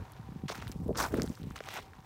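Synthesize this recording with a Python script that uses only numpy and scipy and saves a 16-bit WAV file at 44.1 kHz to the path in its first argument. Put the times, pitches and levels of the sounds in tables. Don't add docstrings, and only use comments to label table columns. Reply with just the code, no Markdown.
import sys
import numpy as np
from scipy import signal
from scipy.fft import rfft, irfft
from scipy.io import wavfile

SR = 44100
rng = np.random.default_rng(int(sys.argv[2]) if len(sys.argv) > 2 else 0)


def store_wav(level_fs):
    pcm = np.round(np.clip(np.atleast_2d(level_fs), -1, 1) * 32767)
    wavfile.write(sys.argv[1], SR, pcm.T.astype(np.int16))


def volts(x):
    e = np.asarray(x, float) / 20
    return 10 ** e


N = 90404

# start_s, level_db
TRAFFIC_LEVEL = [(0.0, -54.5), (1.16, -55), (1.23, -60), (2.05, -58)]
# pitch_hz, density_db (per Hz)
AIR_SPECTRUM = [(120, 15), (200, -11), (347, -6.5), (519, -16), (696, -16), (763, 2), (821, -9.5), (933, 0),
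                (1250, -15.5), (1450, -22), (2800, -38), (4200, -25.5), (7970, -30.5), (14900, -31),
                (16000, -32)]
# start_s, flutter_db, rumble_over_flutter_db (both before the trims in gusts)
GUST_LEVELS = [(0.0, -48, 5.5), (0.07, -63.5, -2), (0.45, -60, 11), (0.48, -76, 11), (0.5, -35, -34),
               (0.54, -58.5, 5.5), (0.85, -52, 4), (0.91, -21, -21), (0.93, -46.5, -1.5),
               (1.04, -33, -14.5), (1.08, -59, 4), (1.13, -29.5, -17), (1.25, -37.5, -5.5),
               (1.27, -62.5, 14.5), (1.31, -39, -3), (1.34, -62, -5), (1.45, -52.5, 6.5), (1.72, -60.5, -8),
               (1.74, -49, -16.5), (2.05, -73.5, 12)]
# pitch_hz, density_db (per Hz)
RUMBLE_SPECTRUM = [(30, -5), (60, 6.5), (110, 3), (170, -11), (260, -7)]
# pitch_hz, density_db (per Hz)
FLUTTER_SPECTRUM = [(90, -61), (160, -4.5), (250, -11.5), (450, -5), (700, -21)]
# start_s, grit_db, stones_over_grit_db (before the trim in crunch),
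# gravel_over_grit_db, finest_sand_over_grit_db
FOOT_WEIGHT = [(0.0, -73, 17.5, 6, -8), (0.478, -81.5, 16, 10, -17), (0.482, -48, -5, 1.5, -15),
               (0.497, -45.5, -2, 0.5, -18), (0.507, -58, -2, 2.5, -6), (0.524, -46.5, -1, -1, -16),
               (0.533, -60.5, 10, 2, -4), (0.56, -57.5, 10.5, 4.5, -2), (0.61, -63.5, 10, 6.5, -5),
               (0.674, -70.5, 12, 3, -2), (0.68, -62, 7, 5, 5.5), (0.714, -78, 16, 4, 4),
               (0.721, -61, 1, 6.5, 3), (0.735, -75.5, 7.5, 3.5, -1), (0.945, -79.5, 11.5, -0.5, 5),
               (0.95, -59, 14.5, 0.5, -23), (0.968, -54, 11, -4, -12), (0.972, -41, -4, -26, -6.5),
               (1.005, -41.5, 9, -5, -3), (1.045, -45.5, 12, -10, -4.5), (1.068, -58, 17, -1, 3.5),
               (1.11, -68, 13.5, 1.0, 4.5), (1.165, -60.5, 11.5, 5.5, -1.5), (1.235, -62, 9.5, -3, -1),
               (1.31, -67, 4, -2.5, -1), (1.555, -76, 12, 10.5, 4), (1.56, -53.5, 7, 4, -6.5),
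               (1.595, -72.5, 12.5, 6, 1), (1.685, -61, 9.5, 5.5, -5), (1.74, -53.5, 5, 6.5, -4),
               (1.79, -56.5, 16.5, 7.5, -7), (1.81, -63.5, 2, 7, -3), (1.88, -76, 13.5, 4.5, -3)]
# pitch_hz, density_db (per Hz)
STONE_SPECTRUM = [(250, -3.5), (450, -14), (800, 3), (1200, 1.5), (1600, -1.5), (2300, -12)]
GRAVEL_SPECTRUM = [(1900, 0), (2800, -1.5), (4000, -4)]
GRIT_SPECTRUM = [(3600, 0.5), (5600, 9), (7500, 1), (9000, -7.5)]
FINE_SAND_SPECTRUM = [(8000, -4), (10500, -8.5), (14000, -5.5), (16000, -4)]
# peak_s, peak_db, pitch_hz
TICK_HITS = [(0.1207, -36.5, 11000), (0.1353, -45, 3950), (0.4925, -31, 3980), (0.4962, -28, 5100),
             (0.5252, -31.5, 6020), (0.6238, -39.5, 6140), (0.6711, -41, 3200), (0.6789, -34, 3915),
             (0.7171, -29.5, 5830), (0.7218, -41, 9100), (0.8815, -43, 11800), (0.9718, -37, 8800),
             (0.9753, -23, 6760), (1.0057, -22, 6010), (1.0405, -28.5, 7070), (1.1271, -41, 6900),
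             (1.1444, -31, 13520), (1.1705, -32.5, 10500), (1.1992, -41, 4120), (1.22, -17.5, 5420),
             (1.2328, -27, 7910.0), (1.263, -35.5, 9700), (1.2763, -38, 4000), (1.2873, -39, 8960),
             (1.2951, -38, 6700), (1.337, -52, 7500), (1.3536, -37.5, 5300), (1.4319, -39.5, 3980),
             (1.5045, -40, 6800), (1.5669, -34.5, 5480), (1.5898, -36, 3550), (1.661, -41.5, 7540),
             (1.6881, -30.5, 5700), (1.7405, -29.5, 13400), (1.771, -35.5, 6600)]
# peak_s, peak_db, pitch_hz
EDDY_THUMPS = [(0.197, -35, 169.5), (0.29, -34, 205), (0.321, -34.5, 205), (0.361, -30.5, 204),
               (0.438, -26.5, 216.3), (0.457, -30, 174.2), (0.586, -34.5, 233), (0.663, -37.5, 161.6),
               (0.698, -33.5, 294), (0.76, -29.5, 215.5), (0.803, -28.5, 190.0), (0.818, -27, 185.8),
               (0.835, -36.5, 150.6), (0.863, -26.5, 248.3), (0.893, -26.5, 433), (0.913, -28.5, 266.2),
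               (0.964, -34.5, 288), (1.109, -37, 279), (1.14, -19.0, 345.6), (1.153, -25.5, 318),
               (1.186, -19, 288.8), (1.199, -25, 203.7), (1.227, -29, 200.5), (1.242, -23, 311.4),
               (1.279, -33, 180), (1.302, -25.5, 244.7), (1.4, -37, 221.6), (1.418, -33, 197.4),
               (1.439, -36, 210.4), (1.457, -35, 185.2), (1.471, -30, 202), (1.51, -35, 231),
               (1.8, -47, 198.5), (1.988, -44, 191)]
# peak_s, peak_db, pitch_hz
KNOCK_HITS = [(0.4927, -30.5, 1310), (0.4996, -26, 1260), (0.502, -27.5, 608), (0.5226, -31.5, 851),
              (0.5483, -32.5, 1580), (0.6245, -31.5, 1450), (0.6715, -34.5, 1710), (0.9564, -30, 1380.0),
              (1.0034, -20.5, 1110), (1.0395, -27, 1000), (1.0518, -24, 1200), (1.0635, -30, 1290),
              (1.1429, -26, 1350), (1.1983, -27, 1520), (1.2203, -33, 1800), (1.277, -40, 1500.0),
              (1.3755, -40.5, 1300.0), (1.509, -37.5, 1250.0), (1.579, -35.5, 2200), (1.6052, -29, 1530),
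              (1.608, -31, 559.5), (1.639, -37, 2353), (1.687, -35.5, 726), (1.6883, -28.5, 1752),
              (1.7737, -32, 1530), (1.788, -37, 607), (1.9345, -40.5, 1650.0)]

GRIT_SPREAD_DB, STONE_SPREAD_DB = 3.5, 2.3
SAND_HISS_DB, DIRT_HISS_DB = -11, -11


def rms_one(x):
    return x / np.sqrt(np.mean(x ** 2) + 1e-20)


def in_time(rows):
    seconds, *columns = np.transpose(rows)
    return [np.interp(np.arange(N) / SR, seconds, column) for column in columns]


def at_hz(spectrum, hz):
    table_hz, table_db = np.transpose(spectrum)
    return np.interp(np.log(hz), np.log(table_hz), table_db)


def coloured(spectrum):
    hz = np.arange(1, N // 2 + 2) * SR / N
    octaves_below = np.maximum(0, np.log2(spectrum[0][0] / hz))
    octaves_above = np.maximum(0, np.log2(hz / spectrum[-1][0]))
    gain = volts(at_hz(spectrum, hz) - 31 * (octaves_below + octaves_above))
    return rms_one(irfft(rfft(rng.standard_normal(N)) * gain, N))


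def drift(corner_hz):
    r = np.exp(-2 * np.pi * corner_hz / SR)
    noise = rng.standard_normal(N + SR)
    return rms_one(signal.lfilter([1], [1, -2 * r, r * r], noise)[SR:])


def ring(clicks, hz, cycles):
    r = volts(-60 * hz / (cycles * SR))
    w = 2 * np.pi * hz / SR
    return signal.lfilter([0, np.sin(w)], [1, -2 * r * np.cos(w), r * r], clicks + 1e-18)


def grains(per_s, spectrum, spread_db, cycles, count=16):
    sizes = volts(spread_db * np.minimum(rng.exponential(1, N), 3)) * rng.choice([-1, 1], N)
    cracks = sizes * (rng.random(N) < per_s / SR)
    dealt = rng.integers(0, count, N)
    out = np.zeros(N)
    for k, hz in enumerate(np.geomspace(spectrum[0][0], min(spectrum[-1][0], 15500), count)):
        once = ring(cracks * (dealt == k), hz, cycles)
        twice = ring(once, hz, cycles)
        out += volts(at_hz(spectrum, hz)) * np.sqrt(hz) * rms_one(twice)
    return rms_one(out)


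def swings(rows, rise, fall, sag):
    out = np.zeros(N + 6000)
    t = np.arange(-1500, 4500) / SR
    for (s, db, hz), turn in zip(rows, rng.random(len(rows))):
        c = hz * t
        shape = np.where(c < 0, np.exp(-(c / rise) ** 2), np.exp(-np.abs(c) / fall))
        pitch_hz = hz * np.where(c < 0, 1 - sag * np.maximum(c, -2), 1 / (1 + sag * np.abs(c)))
        tone = np.sin(2 * np.pi * (np.cumsum(pitch_hz) / SR + turn))
        i = int(s * SR)
        out[i:i + 6000] += volts(db) * shape * tone
    return out[1500:N + 1500]


def splash(rows, over_db, fall_s):
    fade = np.exp(-np.arange(400) / (fall_s * SR))
    out = np.zeros(N + len(fade))
    for s, db, hz in rows:
        burst = rng.standard_normal(len(fade)) * fade
        band = signal.butter(2, [hz / 2, min(3.2 * hz, 18000)], "band", fs=SR, output="sos")
        i = int(s * SR)
        out[i:i + len(fade)] += volts(db + over_db) * signal.sosfilt(band, burst)
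    return out[:N]


def far_traffic():
    level_db, = in_time(TRAFFIC_LEVEL)
    return volts(level_db) * coloured(AIR_SPECTRUM)


def hum():
    hz, die_s, level_db = 775, 0.86, -68.5
    return volts(level_db) * rms_one(ring(rng.standard_normal(N), hz, hz * die_s))


def gusts():
    rumble_trim_db, flutter_trim_db = 4, -5
    lump_db, lump_hz = 3, 58
    flutter_db, rumble_db = in_time(GUST_LEVELS)
    rumble_gain = volts(rumble_trim_db + rumble_db + lump_db * drift(lump_hz))
    flutter_gain = volts(flutter_trim_db + lump_db * drift(lump_hz))
    rumble = rumble_gain * coloured(RUMBLE_SPECTRUM)
    flutter = flutter_gain * coloured(FLUTTER_SPECTRUM)
    return volts(flutter_db) * (rumble + flutter)


def crunch():
    stone_trim_db = -2
    clump_db, clump_hz = 2.3, 90
    grit_db, stone_db, gravel_db, fine_db = in_time(FOOT_WEIGHT)
    grit = grains(2600, GRIT_SPECTRUM, GRIT_SPREAD_DB, cycles=8.2, count=8)
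    grit += volts(SAND_HISS_DB) * coloured(GRIT_SPECTRUM)
    fine = grains(2600, FINE_SAND_SPECTRUM, GRIT_SPREAD_DB, cycles=8.2, count=6)
    fine += volts(SAND_HISS_DB) * coloured(FINE_SAND_SPECTRUM)
    gravel = grains(2500, GRAVEL_SPECTRUM, GRIT_SPREAD_DB, cycles=6.3, count=8)
    gravel += volts(SAND_HISS_DB) * coloured(GRAVEL_SPECTRUM)
    stones = volts(stone_trim_db) * grains(1500, STONE_SPECTRUM, STONE_SPREAD_DB, cycles=6.0)
    stones += volts(DIRT_HISS_DB) * coloured(STONE_SPECTRUM)
    mix = grit + volts(stone_db) * stones + volts(gravel_db) * gravel + volts(fine_db) * fine
    return volts(grit_db + clump_db * drift(clump_hz)) * mix


def stray_bits():
    return volts(-74) * grains(60, GRAVEL_SPECTRUM, STONE_SPREAD_DB, cycles=3.0, count=6)


def ticks():
    tones = swings(TICK_HITS, rise=0.69, fall=0.99, sag=0.075)
    return tones + splash(TICK_HITS, over_db=-11, fall_s=0.00031)


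def eddies():
    return swings(EDDY_THUMPS, rise=0.28, fall=1.58, sag=0.2204)


def knocks():
    tones = swings(KNOCK_HITS, rise=0.76, fall=0.73, sag=0.15)
    return tones + splash(KNOCK_HITS, over_db=-5, fall_s=0.0008)


def scene():
    background = far_traffic() + hum()
    wind = gusts() + eddies()
    steps = crunch() + stray_bits() + ticks() + knocks()
    return (background + wind + steps)[None]


def band_limit(x):
    return signal.sosfilt(signal.butter(12, 16660, fs=SR, output="sos"), x)


def record(dry):
    bass_cut = signal.butter(2, 42, "high", fs=SR, output="sos")
    top_cut = signal.cheby2(12, 40, 16200, fs=SR, output="sos")
    mix = signal.sosfilt(top_cut, signal.sosfilt(bass_cut, dry))
    return band_limit(mix)


dry = scene()
out = record(dry)
store_wav(out)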